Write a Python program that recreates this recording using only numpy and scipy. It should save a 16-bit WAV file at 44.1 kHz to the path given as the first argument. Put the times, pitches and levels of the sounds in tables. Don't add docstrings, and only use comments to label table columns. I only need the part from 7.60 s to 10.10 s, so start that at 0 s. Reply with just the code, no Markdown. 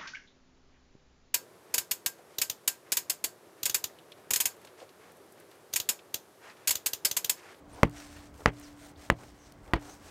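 import sys
import numpy as np
from scipy import signal
from scipy.io import wavfile

SR = 44100
rng = np.random.default_rng(int(sys.argv[2]) if len(sys.argv) > 2 else 0)


def invert_db(x):
    u = np.asarray(x, float) / 20
    return 10 ** u


def materialize(psi):
    bounded = np.clip(np.atleast_2d(psi).T, -1, 1)
    quanta = np.round(bounded * 32767).astype(np.int16)
    wavfile.write(sys.argv[1], SR, quanta)


N = 110250

# start_s, squeezed_air_db, tread_slap_db, slap_pitch_hz, far_shoulder_db
LANDINGS = [
    (0.2322, -7, -2.5, 1500, -2),
    (0.8595, -4.5, 2, 1720, -10.5),
    (1.501, -6.5, -3, 1725, -12),
    (2.1356, -26, -10, 1630, -39),
]
# tyre_body_db, air_cavity_db, rim_hum_db, scattered_grit_db, tread_ring_db
BODY = [
    (3.2, -0.5, -45, -25.5, -52.5),
    (-1.5, -0.5, -46.5, -25.5, -17),
    (-4, -4, -57, -27.5, -13),
    (-9.5, -4, -44.5, -25, -20),
]
PEEL_S = 0.0232


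def rms_one(x):
    return x / np.sqrt(np.mean(x ** 2) + 1e-20)


def drift(rate_hz):
    r = np.exp(-80 * np.pi * rate_hz / SR)
    steps = rng.standard_normal(N // 40 + 2002)
    slow = signal.lfilter([1], [1, -2 * r, r * r], steps)[2000:]
    return np.interp(np.arange(N) / 40, np.arange(len(slow)), rms_one(slow))


def fade(t, t60):
    return (t >= 0) * invert_db(-60 * np.maximum(t, 0) / t60)


def mode(t, hz, db, t60):
    return invert_db(db) * fade(t, t60) * np.sin(2 * np.pi * hz * t)


def bump(t, db, width_s):
    return invert_db(db) * np.exp(-(t / width_s) ** 2 / 2)


def progress(start_s, length_s):
    return np.clip((np.arange(N) / SR - start_s) / length_s, 0, 1)


def bandpass(x, low_hz, high_hz, order=2):
    return signal.sosfilt(signal.butter(order, [low_hz, high_hz], "band", fs=SR, output="sos"), x)


def lowpass(x, hz, order):
    return signal.sosfilt(signal.butter(order, hz, fs=SR, output="sos"), x)


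def banded_noise(spectrum, patchy_db, rate):
    out, together = 0, drift(rate)
    edges = 25 * 2 ** np.arange(0, 9.6, 0.5)
    white = rng.standard_normal((2, N))
    hz, db = np.transpose(spectrum)
    for k, (low, high) in enumerate(zip(edges, edges[1:])):
        band = bandpass(white[k % 2], low, high)
        level_db = np.interp(np.log(low * high) / 2, np.log(hz), db, left=db[0] - 24)
        flicker_db = patchy_db * (together + drift(rate))
        out = out + invert_db(level_db + flicker_db) * band
    return rms_one(out)


def squeezed_air(t, lead, air_db, slap_hz):
    build_up = np.exp(np.minimum(lead, 0) / 0.00026)
    swing_back = (t < 0) * np.cos(2 * np.pi * slap_hz * lead)
    return invert_db(air_db) * np.where(lead < 0, build_up, swing_back)


def tread_slap(t, slap_hz, slap_db, ring_db):
    return mode(t, slap_hz, slap_db + 1.5, 0.0013) + mode(t, slap_hz, ring_db, 0.013)


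def tyre_body(t, carcass_db, cavity_db, own):
    # pitch_hz, level_db, t60_s
    carcass = [
        (159.6, -28.5, 0.18),
        (214.4, -20.5, 0.078),
        (276, -22.5, 0.091),
    ]
    # pitch_hz, level_db, t60_s
    cavity = [(602, -28.5, 0.072), (830, -47, 0.039), (1050, -19, 0.017), (1245, -14.5, 0.013),
              (1973, -16, 0.017), (702, -23.5, .04), (2740, -35, .025)]
    out = sum(mode(t, hz, db + carcass_db, t60) for hz, db, t60 in carcass)
    for (hz, db, t60), o in zip(cavity, own):
        out = out + mode(t, hz * (1 + 0.038 * o), db + cavity_db + 0.5 * o, t60)
    return out


def tyre():
    # pitch_hz, level_db (per Hz)
    scatter_spectrum = [(290, -28.5), (500, 1.1), (1210, -10.5), (1700, -9.5), (3000, -21), (4200, -36),
                        (8000, -46), (15000, -60)]
    # crack_db, far_shoulder_delay_s, thump_db, belt_ring_db, tread_rasp_db
    attacks = [
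        (-20.5, 0.002134, -22.5, -33, -55),
        (-31.5, .0024, -21, -35, -46),
        (-22.5, 0.0023, -22.5, -39, -37.5),
        (-32.5, 0.0021, -19.5, -40, -34.5),
    ]
    # first_db, second_db
    columns = [
        (-24, -23.5),
        (-28.5, -28),
        (-24.5, -46),
        (-22.5, -44),
    ]
    rubber, dust = np.zeros(N), np.zeros(N)
    scatter = banded_noise(scatter_spectrum, patchy_db=3.55, rate=30.0)
    crack = bandpass(rng.standard_normal(N), 5400, 11000)
    rasp = rms_one(bandpass(rng.standard_normal(N), 1500, 3240, order=3))
    spread = rng.normal(0, 1, (len(LANDINGS), 7))
    for landing, body, own, attack, column in zip(LANDINGS, BODY, spread, attacks, columns):
        start_s, air_db, slap_db, slap_hz, shoulder_db = landing
        carcass_db, cavity_db, _, scatter_db, ring_db = body
        crack_db, shoulder_s, thump_db, belt_db, rasp_db = attack
        first_db, second_db = column
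        near = slice(int(start_s * SR) - 400, int(start_s * SR) + SR // 2)
        t = np.arange(N)[near] / SR - start_s
        lead = t + 0.2 / slap_hz
        out, grit = rubber[near], dust[near]

        out += squeezed_air(t, lead, air_db, slap_hz)
        out -= tread_slap(t, slap_hz, slap_db, ring_db)
        out -= bump(t - shoulder_s, shoulder_db, 0.00026)
        out += bump(t - PEEL_S, -25, 0.0011)
        out += mode(t, 51, thump_db, 0.11)
        out -= mode(t, 118.7, belt_db, 0.37)
        out -= mode(t, 332.2, first_db, 0.1) + mode(t, 466.4, second_db, 0.064)
        out -= tyre_body(t, carcass_db, cavity_db, own)

        grit += invert_db(rasp_db) * rasp[near] * fade(t, 0.052)
        grit += invert_db(scatter_db) * scatter[near] * fade(t - 0.001, 0.12)
        peel_hiss = bump(t - PEEL_S, -55, 0.0016)
        grit += crack[near] * (invert_db(crack_db) * fade(lead, 0.01) + peel_hiss)
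    return lowpass(rubber, 4400, 3) + dust


def rim():
    hold_s = [
        2.4,
        3.2,
        6,
        1.1,
    ]
    hum_hz, free_s, swell_s = 291.6, 0.022, 0.013
    t = np.arange(N) / SR
    level = invert_db(-54.5) * fade(t, 5.65)
    for (start_s, *_), (_, _, hum_db, *_), t60 in zip(LANDINGS, BODY, hold_s):
        free = t - start_s - free_s
        hum = invert_db(hum_db) * fade(free, t60) * np.clip(free / swell_s, 0, 1)
        level = np.where(t < start_s, level, hum)
    return level * invert_db(0.52 * drift(5.0)) * np.sin(2 * np.pi * hum_hz * t)


def jacket():
    # pitch_hz, level_db (per Hz)
    nylon = [(410, -30), (700, 1.5), (827, -15.5), (1330, -5), (1450, -9), (2160, -6), (2800, -11.5),
             (7040, -11), (15000, -24.5)]
    # start_s, length_s, level_db, brightness_db
    arms = [(0.08, 0.21, -59.5, -0.3), (0.301, 0.18, -53, -0.7), (0.397, 0.32, -57.5, -0.84),
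            (0.723, 0.17, -60.5, 1.9), (0.904, 0.26, -58, -0.5), (1.143, 0.19, -56, 0.4),
            (1.366, 0.14, -54.5, -0.3), (1.552, 0.17, -59.5, 0), (1.654, 0.31, -68.5, -1.7),
            (2.008, 0.14, -71.5, 2.5), (2.183, 0.22, -54.5, 0.5), (2.376, 0.26, -55.5, -0.4)]
    rise = 0.52
    hiss = invert_db(1.73 * drift(150.0)) * banded_noise(nylon, patchy_db=0.77, rate=10.4)
    dull = lowpass(hiss, 6500, 1)
    bright = hiss - dull
    out = invert_db(-72.5) * hiss
    for start_s, length_s, db, bright_db in arms:
        u = progress(start_s, length_s)
        swell = np.sin(np.pi / 2 * np.minimum(u / rise, (1 - u) / (1 - rise)))
        cloth = invert_db(-2.5 * bright_db) * dull + invert_db(2.4 * bright_db) * bright
        out += invert_db(db - 0.5) * swell * cloth
    return out


def ticks():
    # start_s, peak_db, pitch_hz
    knocks = [(.097, -52, 2480), (0.742, -47, 900), (.296, -45, 9000), (.312, -45, 2840), (.805, -42, 740),
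              (.998, -38.5, 9000), (1.013, -42.5, 1500), (1.269, -43, 8000), (1.588, -50, 910),
              (1.634, -39.5, 500), (1.718, -54, 4550), (1.922, -41, 5430), (2.062, -47, 1500),
              (2.078, -45, 1500), (2.226, -51, 800), (2.297, -38, 650)]
    out, grit = np.zeros(N), rng.standard_normal((len(knocks), 2000))
    for (start_s, db, hz), noise in zip(knocks, grit):
        dying = noise * fade(np.arange(2000) / SR, 0.007 + 9.0 / hz)
        burst = bandpass(dying, hz / 2.5, min(hz * 2.2, 16000), order=1)
        first = int(start_s * SR)
        out[first:first + 2000] += invert_db(db) * burst / np.abs(burst).max()
    return out


def squeak():
    # start_s, length_s, from_hz, to_hz, level_db
    zips = [
        (0.124, 0.031, 8500, 9500, -55),
        (1.014, 0.071, 6760, 3800, -56.5),
        (1.35, 0.024, 3000, 4030, -63.5),
        (1.352, 0.028, 4020, 5200, -65),
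        (1.65, 0.087, 6240, 4680, -68),
        (1.776, 0.12, 6200, 5800, -62),
        (.36, 0.075, 6000, 5600, -55),
        (2.27, 0.086, 6000, 6400, -56),
    ]
    out = np.zeros(N)
    rough = rms_one(lowpass(rng.standard_normal(N), 380, 2))
    for start_s, length_s, from_hz, to_hz, db in zips:
        u = progress(start_s, length_s)
        cycles = length_s * (from_hz * u + (to_hz - from_hz) * u ** 2 / 2)
        out += invert_db(db) * np.sin(np.pi * u) * rough * np.sin(2 * np.pi * cycles)
    return out


def scuffs():
    # start_s, length_s, level_db
    slides = [
        (0.109, 0.15, -52.5),
        (.78, 0.075, -52.5),
        (1.57, .11, -53),
        (2.034, 0.12, -54),
        (2.178, 0.207, -53),
        (0.344, 0.069, -57.5),
    ]
    lumpy = rng.standard_normal(N) * invert_db(3 * drift(80))
    rub = rms_one(bandpass(lumpy, 300, 1047))
    return rub * sum(invert_db(db) * np.sin(np.pi * progress(start_s, length_s)) for start_s, length_s, db in slides)


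def engine():
    # start_s, length_s, pitch_hz, level_db
    surges = [
        (.32, 0.083, 60.3, -51.5),
        (.48, .17, 82, -51.5),
        (.7, 0.1, 70, -52),
        (1.32, 0.12, 78, -53),
        (1.62, 0.17, 64.8, -59),
        (2.38, 0.13, 82, -56.5),
    ]
    t, out = np.arange(N) / SR, np.zeros(N)
    for start_s, length_s, hz, db in surges:
        out += invert_db(db) * np.sin(np.pi * progress(start_s, length_s)) * np.sin(2 * np.pi * hz * t)
    return out


def yard():
    # pitch_hz, level_db (per Hz)
    rumble = [(15, -36), (25, -3.5), (69, 0.5), (184, -5.5), (291, -4.5), (439, -9), (1180, -14.5),
              (3970, -37), (6000, -42), (7800, -60.5), (13200, -120)]
    return invert_db(-55) * banded_noise(rumble, patchy_db=-0.9, rate=1.7)


def scene():
    wheel = tyre() + rim()
    person = jacket() + ticks() + squeak() + scuffs()
    background = engine() + yard()
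    mic_hiss = invert_db(-78) * rng.standard_normal(N)
    return (wheel + person + background + mic_hiss)[None]


def band_limit(x):
    return signal.sosfilt(signal.butter(12, 16750, fs=SR, output="sos"), x)


def record(dry):
    dip_hz, dip_width_hz, dip_share, ceiling = 9900, 300, 0.7, 0.84
    dip = signal.lfilter(*signal.iirpeak(dip_hz, dip_hz / dip_width_hz, fs=SR), dry)
    clipped = np.clip(dry - dip_share * dip, -ceiling, ceiling)
    cut = signal.sosfilt(signal.ellip(8, 0.5, 45, 15850, fs=SR, output="sos"), clipped)
    return band_limit(cut)


dry = scene()
out = record(dry)
materialize(out)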